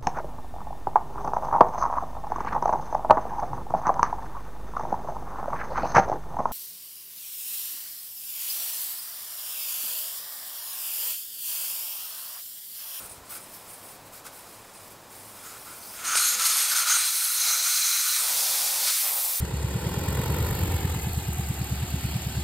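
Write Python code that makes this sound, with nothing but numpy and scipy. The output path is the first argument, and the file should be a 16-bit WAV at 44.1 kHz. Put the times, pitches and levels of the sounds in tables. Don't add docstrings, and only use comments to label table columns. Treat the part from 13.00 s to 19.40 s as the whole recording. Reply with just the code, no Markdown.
import sys
import numpy as np
from scipy import signal
from scipy.fft import irfft, next_fast_len
from scipy.io import wavfile
from scipy.ndimage import uniform_filter1d, map_coordinates

SR = 44100
rng = np.random.default_rng(int(sys.argv[2]) if len(sys.argv) > 2 else 0)


def attenuation_scalar(level_db):
    decades = np.asarray(level_db, float) / 20
    return 10 ** decades


def materialize(psi):
    bounded = np.clip(np.atleast_2d(psi).T, -1, 1)
    quanta = np.round(bounded * 32767).astype(np.int16)
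    wavfile.write(sys.argv[1], SR, quanta)


N = 282353

# [f/Hz, density/dB]
CORE_SPECTRUM = [(2500, -19), (3500, -2.5), (5000, 0.5), (5450, 0), (6000, -0.5), (7500, -2), (10000, -1),
                 (12000, -18), (14000, -28)]
BODY_SPECTRUM = [(700, -14), (1200, 0), (1750, 1), (2400, 4), (2900, 0.5), (3300, 0), (4500, -14)]
ROAR_SPECTRUM = [(20, -25), (60, -22), (130, -26), (190, -12.5), (280, -20.5), (360, -13), (440, -16.5),
                 (500, -3), (620, -2.5), (800, 1.5), (1100, -3), (1600, -14)]

PUFF_RISE_S, PUFF_FALL_DB_S = 0.02, 600
RIM_RISE_S, RIM_FALL_DB_S = 0.035, 300


def evened(x):
    return x / np.sqrt(np.mean(x ** 2) + 1e-20)


def curve(points):
    return np.interp(np.arange(N) / SR, *np.transpose(points))


def shaped(gain):
    size = next_fast_len(N)
    hz = np.fft.rfftfreq(size, 1 / SR)
    real, imaginary = rng.standard_normal((2, len(hz)))
    spectrum = (real + 1j * imaginary) * gain(hz)
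    return evened(irfft(spectrum, size)[:N])


def noise(points):
    f, db = np.transpose(points)

    def gain(hz):
        return attenuation_scalar(np.interp(np.log(hz + 1), np.log(f + 1), db, left=-90, right=-90))

    return shaped(gain)


def whistle(*peaks):
    def gain(hz):
        return sum(attenuation_scalar(db) / (1 + (2 * (hz - f) / (1.76 * width)) ** 2) for f, width, db in peaks)

    return shaped(gain)


def slow_noise(span):
    return evened(uniform_filter1d(uniform_filter1d(rng.standard_normal(N), span), span))


def eddies(depth_db, seconds):
    span = max(int(seconds * SR), 1)
    return evened(attenuation_scalar(depth_db * slow_noise(span)))


def swell(start, hold, db, rise, fall_db_s):
    t = np.arange(0, N + 40, 40) / SR - start
    fall = attenuation_scalar(db - fall_db_s * np.maximum(t - hold, 0))
    power = (np.clip(t / rise, 0, 1) * fall) ** 2
    return np.repeat(power, 40)[:N]


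def staged(levels):
    # [t/s, glide/s]
    moves = [
        (4.07, 0.14),
        (5.22, 0.07),
        (6.02, 0.13),
    ]
    t = np.arange(N) / SR
    value = levels[0]
    for step, (s, glide) in zip(np.diff(levels), moves):
        value = value + step * np.clip((t - s) / glide + .5, 0, 1)
    return value


def garage():
    # [f/Hz, density/dB]
    room_spectrum = [(12, -49), (20, -10), (70, -10), (182, -6.5), (346, -7), (556, -5), (1120, -5.5),
                     (1220, -8.5), (1320, -10), (2070, -15.5), (2250, -17), (7480, -23), (15900, -20)]
    # [f/Hz, width/Hz, level/dB]
    hum_lines = [(103.6, 8.5, -67), (203, 83, -89)]
    wash = attenuation_scalar(-49.95) * noise(room_spectrum) * eddies(depth_db=0.07, seconds=0.038)
    hum = sum(attenuation_scalar(db) * whistle((hz, width, 0)) for hz, width, db in hum_lines)
    duck_s, glide_s, duck_db, creep_db_s = 3.12, 0.1, -10, -3.5
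    t = np.maximum(np.arange(N) / SR - duck_s, 0)
    return attenuation_scalar(.5 + duck_db * np.minimum(t / glide_s, 1) + creep_db_s * t) * (wash + hum)


def leak():
    # [t/s, hold/s, level/dB, whistle over fizz/dB]
    puff_rows = [(-.02, 0.085, -44, 4), (0.08, 0.048, -46.5, 10), (.13, 0.051, -57, 0), (0.24, .06, -56, 3),
                 (0.287, 0.055, -41, 0), (0.335, 0.036, -41.5, 1), (.385, 0.57, -53, -1),
                 (0.388, 0.049, -52, 10), (0.514, 0.054, -49.5, -3), (0.668, 0.074, -48, 7),
                 (0.82, 0.1, -52, 3), (1.048, .02, -54, -5), (1.119, 0.061, -49, -3),
                 (1.238, 0.031, -46.5, -2), (1.312, 0.082, -51, -1), (1.335, 0.26, -55, 1),
                 (1.598, 0.16, -63, 5), (1.725, 0.061, -54.5, 11), (1.784, 0.1, -55.5, -2),
                 (1.895, 0.027, -50.5, 0), (2.096, 0.37, -51.5, 1), (2.415, 0.22, -50, -2),
                 (2.63, 0.24, -49, -2), (2.83, 0.066, -48, -3), (2.89, 0.14, -46.5, -1)]
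    # [t/s, hold/s, level/dB]
    cupped_rows = [(-.02, 0.087, -54.5), (0.293, .035, -48), (0.34, 0.026, -46.5), (1.12, .03, -53),
                   (1.17, .03, -56), (1.243, 0.027, -44), (2.35, .1, -56), (2.422, 0.15, -49.5),
                   (2.649, 0.097, -49), (2.76, 0.15, -59), (2.92, .06, -53), (2.97, 0.087, -44.5)]
    # [f/Hz, width/Hz, level/dB]
    thread_peaks = [(8150, 260, -3.5), (8800, 230, -9), (9330, 170, 2), (9870, 170, 0), (10600, 220, -13)]
    edge_peaks = [(12060, 250, -7), (13100, 300, -6), (14300, 500, -13), (15300, 400, -13)]
    seat_peaks = [(5040, 380, 0), (6540, 190, -6), (4080, 160, -21)]
    # [f/Hz, density/dB]
    fizz_spectrum = [(6180, -19), (10500, 1.5), (11600, 5.5), (11800, -7), (12500, 6), (12800, -1),
                     (14200, 6), (15900, -1)]
    body_spectrum = [(940, -25), (1600, -6.5), (1710, -5), (2450, 1), (2720, -4), (4050, -2.5),
                     (5910, -2.5), (6830, -2.5), (7590, 1.5), (9440, -3.5), (11000, -7), (14300, -28),
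                     (22000, -120)]

    puffs = [swell(s, hold, db, PUFF_RISE_S, PUFF_FALL_DB_S) for s, hold, db, _ in puff_rows]
    bias = [attenuation_scalar(row[3]) for row in puff_rows]
    seep = attenuation_scalar(-70) ** 2
    thin = np.sqrt(seep + sum(p * b for p, b in zip(puffs, bias)))
    fizz = np.sqrt(seep + sum(p / b for p, b in zip(puffs, bias)))
    body_follows = 0.32
    body = attenuation_scalar(-56.5) * ((seep + sum(puffs)) / attenuation_scalar(-50.5) ** 2) ** (body_follows / 2)
    cupped = np.sqrt(seep + sum(swell(*row, PUFF_RISE_S, PUFF_FALL_DB_S) for row in cupped_rows))

    air = attenuation_scalar(-3.0) * thin * whistle(*thread_peaks) * eddies(depth_db=1.5, seconds=.02)
    air += cupped * whistle((1370, 170, 0))
    bright = noise(fizz_spectrum) + 0.43 * whistle(*edge_peaks)
    air += attenuation_scalar(-1.0) * fizz * bright * eddies(depth_db=0.5, seconds=.02)
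    air += (attenuation_scalar(3.0) * body + 0.51 * cupped) * (noise(body_spectrum) + 0.31 * whistle(*seat_peaks))
    return (air + squeaks()) * eddies(depth_db=.8, seconds=.005)


def squeaks():
    # [t/s, hold/s, level/dB, f/Hz]
    squeak_rows = [(.03, .05, -57, 14600), (.3, .07, -57, 14300), (.51, .07, -59, 5200),
                   (.52, .05, -54, 14100), (.68, .07, -58, 14200), (2.43, 0.068, -51, 6800),
                   (2.588, 0.05, -60, 5600), (2.812, .04, -49.5, 4580), (2.79, 0.15, -55, 6200),
                   (2.857, .1, -53, 5100)]
    white, out = rng.standard_normal(N), np.zeros(N)
    for *row, hz in squeak_rows:
        narrow = signal.lfilter(*signal.butter(2, [hz - 330, hz + 330], "band", fs=SR), white)
        out += np.sqrt(swell(*row, PUFF_RISE_S, PUFF_FALL_DB_S)) * evened(narrow)
    return out


def walls(x):
    taps = np.zeros(8040)
    at = np.arange(131, 8011, 20) + rng.integers(0, 20, 394)
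    taps[at] = rng.choice([-1., 1.], len(at)) * attenuation_scalar(-60 * at / SR / 0.27)
    taps = signal.lfilter([1], [1, -.3], taps)
    taps = signal.lfilter(*signal.butter(2, 1700, "high", fs=SR), taps)
    wet = attenuation_scalar(-11.0)
    echoes = signal.oaconvolve(x, taps / np.linalg.norm(taps))[:N]
    return (x + wet * echoes) / np.sqrt(1 + wet ** 2)


def knocks():
    # [t/s, level/dB, width/s]
    thud_rows = [(0.047, -48, 0.0034), (0.119, -49, 0.0034), (0.184, -46, 0.0032), (.222, -48, 0.0038),
                 (2.98, -58, 0.0042), (3.154, -25, 0.00011), (3.157, -39, .0005), (3.162, -48, 0.0018)]
    snap_rows = [(3.176, -12, .00004), (3.2283, -12, 0.000033), (3.8995, -12, .00003),
                 (3.9022, -11, .00004), (3.9122, -15, 0.000033), (3.891, -15, .00003),
                 (3.9392, -13, .00003), (5.117, -21, .00003), (5.165, -22, .00004), (5.882, -21, .00004),
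                 (5.888, -22, .00004)]
    out, t = np.zeros(N), np.arange(N) / SR
    for s, db, width in thud_rows + snap_rows:
        u = (t - s) / width
        out += attenuation_scalar(db) * (1 - u ** 2) * np.exp(-u ** 2 / 2)
    return out


def spurts():
    # [t/s, level/dB, length/s, low thump/dB]
    spurt_rows = [(3.152, -20, 0.0084, -16), (3.172, -21, 0.007, -28), (3.1805, -24, .004, -28),
                  (3.186, -26, 0.0036, -25), (3.556, -34, .012, -5), (3.965, -36, .012, -6),
                  (3.888, -29, .012, -32), (3.394, -25.5, 0.014, -25), (3.899, -26.5, 0.024, -32),
                  (5.16, -28, 0.015, -33), (5.862, -28.5, 0.05, -27), (1.258, -62, .02, 4),
                  (0.305, -52, .012, -11), (.325, -54, .01, -11), (.35, -49, .012, -11),
                  (.365, -52, .008, -11)]
    bright = noise(CORE_SPECTRUM) + 0.53 * noise(BODY_SPECTRUM)
    low = noise(ROAR_SPECTRUM)
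    out, t = np.zeros(N), np.arange(N) / SR
    for s, db, length, thump_db in spurt_rows:
        u = np.clip((t - s) / length, 0, None)
        out += attenuation_scalar(db) * np.minimum(u * 5, 1) * np.exp(-u ** 1.7) * (bright + attenuation_scalar(thump_db) * low)
    return out


def side_flickers(x):
    # [t/s, lower edge f/Hz]
    flicker_rows = [(1.766, 4250), (1.766, 10340), (1.766, 11760), (1.835, 4250), (1.905, 11760),
                    (3.786, 9650), (3.789, 5900), (4.279, 13140), (4.671, 6330), (4.833, 9730),
                    (5.435, 13780), (5.506, 11760), (5.648, 9690), (5.739, 9000), (5.74, 6890),
                    (5.742, 11760), (5.946, 6330), (5.947, 14510), (6.042, 5170), (6.042, 14510),
                    (6.087, 7620), (6.088, 5250), (6.088, 13830), (6.27, 12800), (6.365, 9000),
                    (6.365, 13400), (6.368, 5730)]
    width_hz = 1200
    out, n = np.zeros(N + 2048), np.arange(2048)
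    x = np.append(x, out)
    window = signal.windows.kaiser_bessel_derived(2048, 4 * np.pi)
    for s, low_hz in flicker_rows:
        k = np.arange(int(width_hz * 2048 / SR)) + low_hz * 2048 // SR
        lines = window[:, None] * np.cos(np.pi / 1024 * np.outer(n + 512.5, k + .5))
        start = round((s * SR - 160) / 1024) * 1024 + 160 - 1024
        size = np.std(x[start:start + 2048] @ lines) / 512
        out[start:start + 2048] += attenuation_scalar(-2) * size * lines @ rng.standard_normal(len(k))
    return out[:N]


def flow():
    # [t/s, level/dB]
    flow_points = [(2.9, -57), (2.98, -43), (3.035, -39), (3.048, -29), (3.14, -25.5), (3.17, -25),
                   (3.3, -25.5), (3.85, -24), (4.15, -25.5), (4.34, -26), (4.42, -25), (5.6, -25),
                   (6.12, -26), (6.4, -27)]
    # [t/s, half width/s, level/dB]
    jolts = [(3.37, 0.024, -3.5), (3.465, 0.017, 3.5), (3.6, 0.028, 0), (3.67, 0.034, -1.5),
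             (3.72, 0.01, 0.5), (3.745, 0.0076, -5), (3.851, 0.016, -5), (3.91, 0.018, 1),
             (4.1, 0.011, -0.5), (4.495, 0.023, 2), (5.73, 0.057, -2), (5.89, .03, 2.5), (5.98, 0.025, 0)]
    full_flow_db = -25
    t = np.arange(0, N + 40, 40) / SR
    wobble = sum(db * np.exp(-((t - s) / width) ** 2) for s, width, db in jolts)
    shut = 600 * np.clip(flow_points[0][0] - t, 0, 1)
    return curve(flow_points) - full_flow_db + np.repeat(wobble - shut, 40)[:N]


def jet():
    # [dB per dB of flow, then level/dB with tool deep, backed, lifted, off]
    jet_parts = [
        (1, -35, -37, -34.5, -39),
        (0.7, -35.5, -39.5, -39, -43.5),
        (1.1, -32.5, -28.5, -28, -27.5),
        (0.1, -56, -57.5, -59, -52),
    ]
    # fizz [dB per dB of flow], stem against fizz [level/dB]
    fizz_follows = [1, 0.4, 0.27, 0.33]
    stem_db = [-8.5, -15, -9.5, -5.5]
    # [f/Hz, density/dB]
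    spray_spectrum = [(7000, -7.5), (9500, 0), (11000, 1.5), (12700, 2), (14000, 0), (15500, 0),
                      (16500, -19)]
    # [t/s, hold/s, level/dB]
    glove_rows = [(5.95, 0.066, -43), (6.03, .06, -39.5), (3.03, 0.088, -42), (3.87, 0.18, -39)]
    rim_rows = [(3.31, 0.59, -54), (4.39, 0.23, -52), (5.19, 0.665, -44.5), (5.85, .05, -49.5),
                (6.01, 0.18, -44.5), (6.21, 0.12, -48.5)]

    flow_db = flow()
    core, body, fizz, roar = [attenuation_scalar(share * flow_db + staged(rest)) for share, *rest in jet_parts]
    core_out_s = 3.15
    held_db = curve([(core_out_s - .02, -4), (core_out_s + .02, 0)])
    steady_db = (staged(fizz_follows) - 1) * flow_db
    fizz = fizz * attenuation_scalar(steady_db + held_db)
    core = core * attenuation_scalar(0.82 * held_db)
    body = np.sqrt(body ** 2 + sum(swell(*row, RIM_RISE_S, RIM_FALL_DB_S) for row in glove_rows))
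    roar = np.sqrt(roar ** 2 + sum(swell(*row, RIM_RISE_S, RIM_FALL_DB_S) for row in rim_rows))

    out = np.zeros(N)
    for level, spectrum, lift_db in ((core, CORE_SPECTRUM, 6.5), (body, BODY_SPECTRUM, -0.34),
                                     (fizz, spray_spectrum, -1.0), (roar, ROAR_SPECTRUM, 0.83)):
        out += level * attenuation_scalar(lift_db) * noise(spectrum) * eddies(depth_db=0.41, seconds=0.063)
    return out + fizz * attenuation_scalar(staged(stem_db)) * whistle((13850, 900, 0), (14300, 300, -5))


def bore():
    # [f/Hz, twin f/Hz, width/Hz, partner f/Hz, partner level/dB]
    mode_rows = [(1440, 1365, 125, 1245, -1.5), (4000, 4185, 125, 4480, -4), (6250, 6450, 250, 7000, 0),
                 (8600, 8370, 320, 9450, 3), (11400, 11660, 300, 12100, -9), (10300, 10750, 450, 9950, 2)]
    # [level/dB with tool deep, backed, lifted, off]
    resting_db = [(-40, -40.5, -50.5, -63), (-43, -32.5, -54, -51), (-29, -32, -38, -59),
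                  (-30.5, -29, -39, -38), (-35, -35, -46, -48), (-44, -43, -48, -48)]
    # [t/s, hold/s, level/dB]
    song_rows = [
        [(3.04, 0.1, -29.5), (3.11, 0.056, -30), (3.16, .025, -28), (3.2, 0.19, -37.5), (3.385, 0.028, -31),
         (3.5, 0.05, -41), (3.58, 0.054, -38), (3.71, 0.047, -31.5), (3.77, 0.18, -30), (4.4, 0.29, -40.5),
         (4.62, .3, -45), (4.95, 0.23, -46), (5.15, 0.1, -39), (5.87, 0.04, -43), (5.92, .04, -46)],
        [(3.172, 0.018, -27), (3.3, .57, -36), (4.0, .1, -35), (3.22, 0.093, -29.5), (3.86, 0.18, -31),
         (4.33, 0.15, -30.5), (4.45, 0.52, -32), (4.75, 0.41, -32), (5.17, 0.12, -38), (5.86, 0.046, -37)],
        [(3.05, .08, -31), (3.17, 0.018, -20.5), (3.24, 0.084, -23.5), (3.39, 0.073, -31), (3.47, 0.19, -32),
         (3.885, 0.074, -22), (4.36, 0.12, -26.5), (4.45, 0.37, -26.5), (4.8, 0.34, -29), (5.84, 0.1, -46)],
        [(3.05, .09, -28), (3.15, 0.022, -15.5), (3.22, 0.11, -27), (3.43, 0.35, -27.5), (3.885, 0.18, -24),
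         (5.16, .05, -26.5)],
        [(3.15, 0.13, -22.5), (3.43, 0.35, -26.5), (3.95, .14, -34)],
        [(3.16, .16, -31), (3.43, .2, -31), (4.11, 0.32, -27), (5.95, .2, -33)],
    ]
    # [t/s, pitch/%]
    slide_points = [
        [(3.05, -1.5), (3.12, 1), (3.17, 3), (3.3, 1.5), (3.4, -5), (3.55, -4), (3.72, 2), (3.85, 0),
         (4.0, -.5), (5.2, 0.07)],
        [(3.05, 0.4), (3.17, 8), (3.24, 4), (3.32, 1.5), (3.6, 3.5), (3.93, -1.5), (4.2, 1.5), (5.2, -0.9)],
        [(3.05, .3), (3.17, .8), (3.28, 3.5), (3.5, 1), (3.95, -0.04), (4.5, -1.5), (5.15, -2.5)],
        [(3.05, 3), (3.2, -0.4), (3.4, 0.9), (3.8, 1.1), (4.15, 0.8), (4.75, -1.9), (5.2, 0.5)],
        [(3.05, -.6), (3.26, .2), (3.6, -0.11), (4.0, -.8)],
        [(3.05, .2), (3.5, -.3), (4.2, .3)],
    ]
    # [t/s, level/dB]
    tilt_points = [(3.05, -5), (3.17, -5.5), (3.3, -2), (3.45, -2), (3.75, -6), (3.95, -6), (4.3, -9),
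                   (5.2, -3), (5.5, -16)]
    lifts_db = (-3.0, -5.0, -4.5, -4.0, -3.5, -4.0)

    out, tilt_db = np.zeros(N), curve(tilt_points)
    waver_percent = .4 * slow_noise(3000)
    modes = zip(resting_db, song_rows, mode_rows, slide_points, lifts_db)
    for rest, songs, (hz, twin_hz, width, pair_hz, pair_db), slide, lift_db in modes:
        power = attenuation_scalar(staged(rest)) ** 2
        for start, hold, db in songs:
            power = power + swell(start, hold, db, 0.0059 + .07 * hold, 180)
        partner = attenuation_scalar(pair_db + tilt_db)
        doublet = whistle((hz, width, 0), (twin_hz, width, 0))
        pair = (doublet + partner * whistle((pair_hz, 1.2 * width, 0))) / np.sqrt(1 + partner ** 2)
        place = np.cumsum(1 + (curve(slide) + waver_percent) / 100)[None]
        pair = map_coordinates(pair, place, order=3, mode="mirror", prefilter=False)
        out += attenuation_scalar(lift_db) * np.sqrt(power) * pair * eddies(depth_db=1.8, seconds=.014)
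    return attenuation_scalar(flow()) * out


def cavity():
    # [t/s, length/s, f/Hz, waver/Hz, level/dB]
    cavity_rows = [(3.31, .04, 195, 14, -61), (3.345, .065, 205, 12, -57), (3.295, .125, 490, 3, -55),
                   (3.51, .05, 190, 14, -66)]
    out, t = np.zeros(N), np.arange(N) / SR
    for s, length, hz, waver_hz, db in cavity_rows:
        drift = evened(uniform_filter1d(rng.standard_normal(N), 600))
        tone = np.sqrt(2) * np.sin(2 * np.pi * np.cumsum(hz + waver_hz * drift) / SR)
        out += attenuation_scalar(db) * tone * np.sin(np.pi * np.clip((t - s) / length, 0, 1)) ** .5
    return out


def bare_seat():
    left_db = [0, 0, -14, -20]
    level = np.sqrt(swell(4.35, hold=.1, db=-35, rise=.1, fall_db_s=5)) * attenuation_scalar(staged(left_db))
    return level * whistle((5790, 150, 0), (5110, 160, -5), (7270, 160, -3),
                           (2150, 300, -9), (1430, 45, -3), (2420, 120, -8))


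def scene():
    rush = jet() + bore() + bare_seat()
    rush = rush * eddies(depth_db=0.5, seconds=0.022) * eddies(depth_db=0.32, seconds=0.026)
    mono = walls(leak() + rush + spurts()) + knocks() + cavity() + garage()
    return np.array([mono, mono])


def top_cut(x):
    return signal.sosfilt(signal.butter(12, 16650, fs=SR, output="sos"), x)


def record(dry):
    edge = signal.firwin(1023, 15740, window=("kaiser", 10), fs=SR)
    limited = signal.oaconvolve(dry, edge[None], "same")
    mix = limited + side_flickers(dry[0]) * [[1], [-1]]
    return top_cut(mix)


dry = scene()
out = record(dry)
materialize(out)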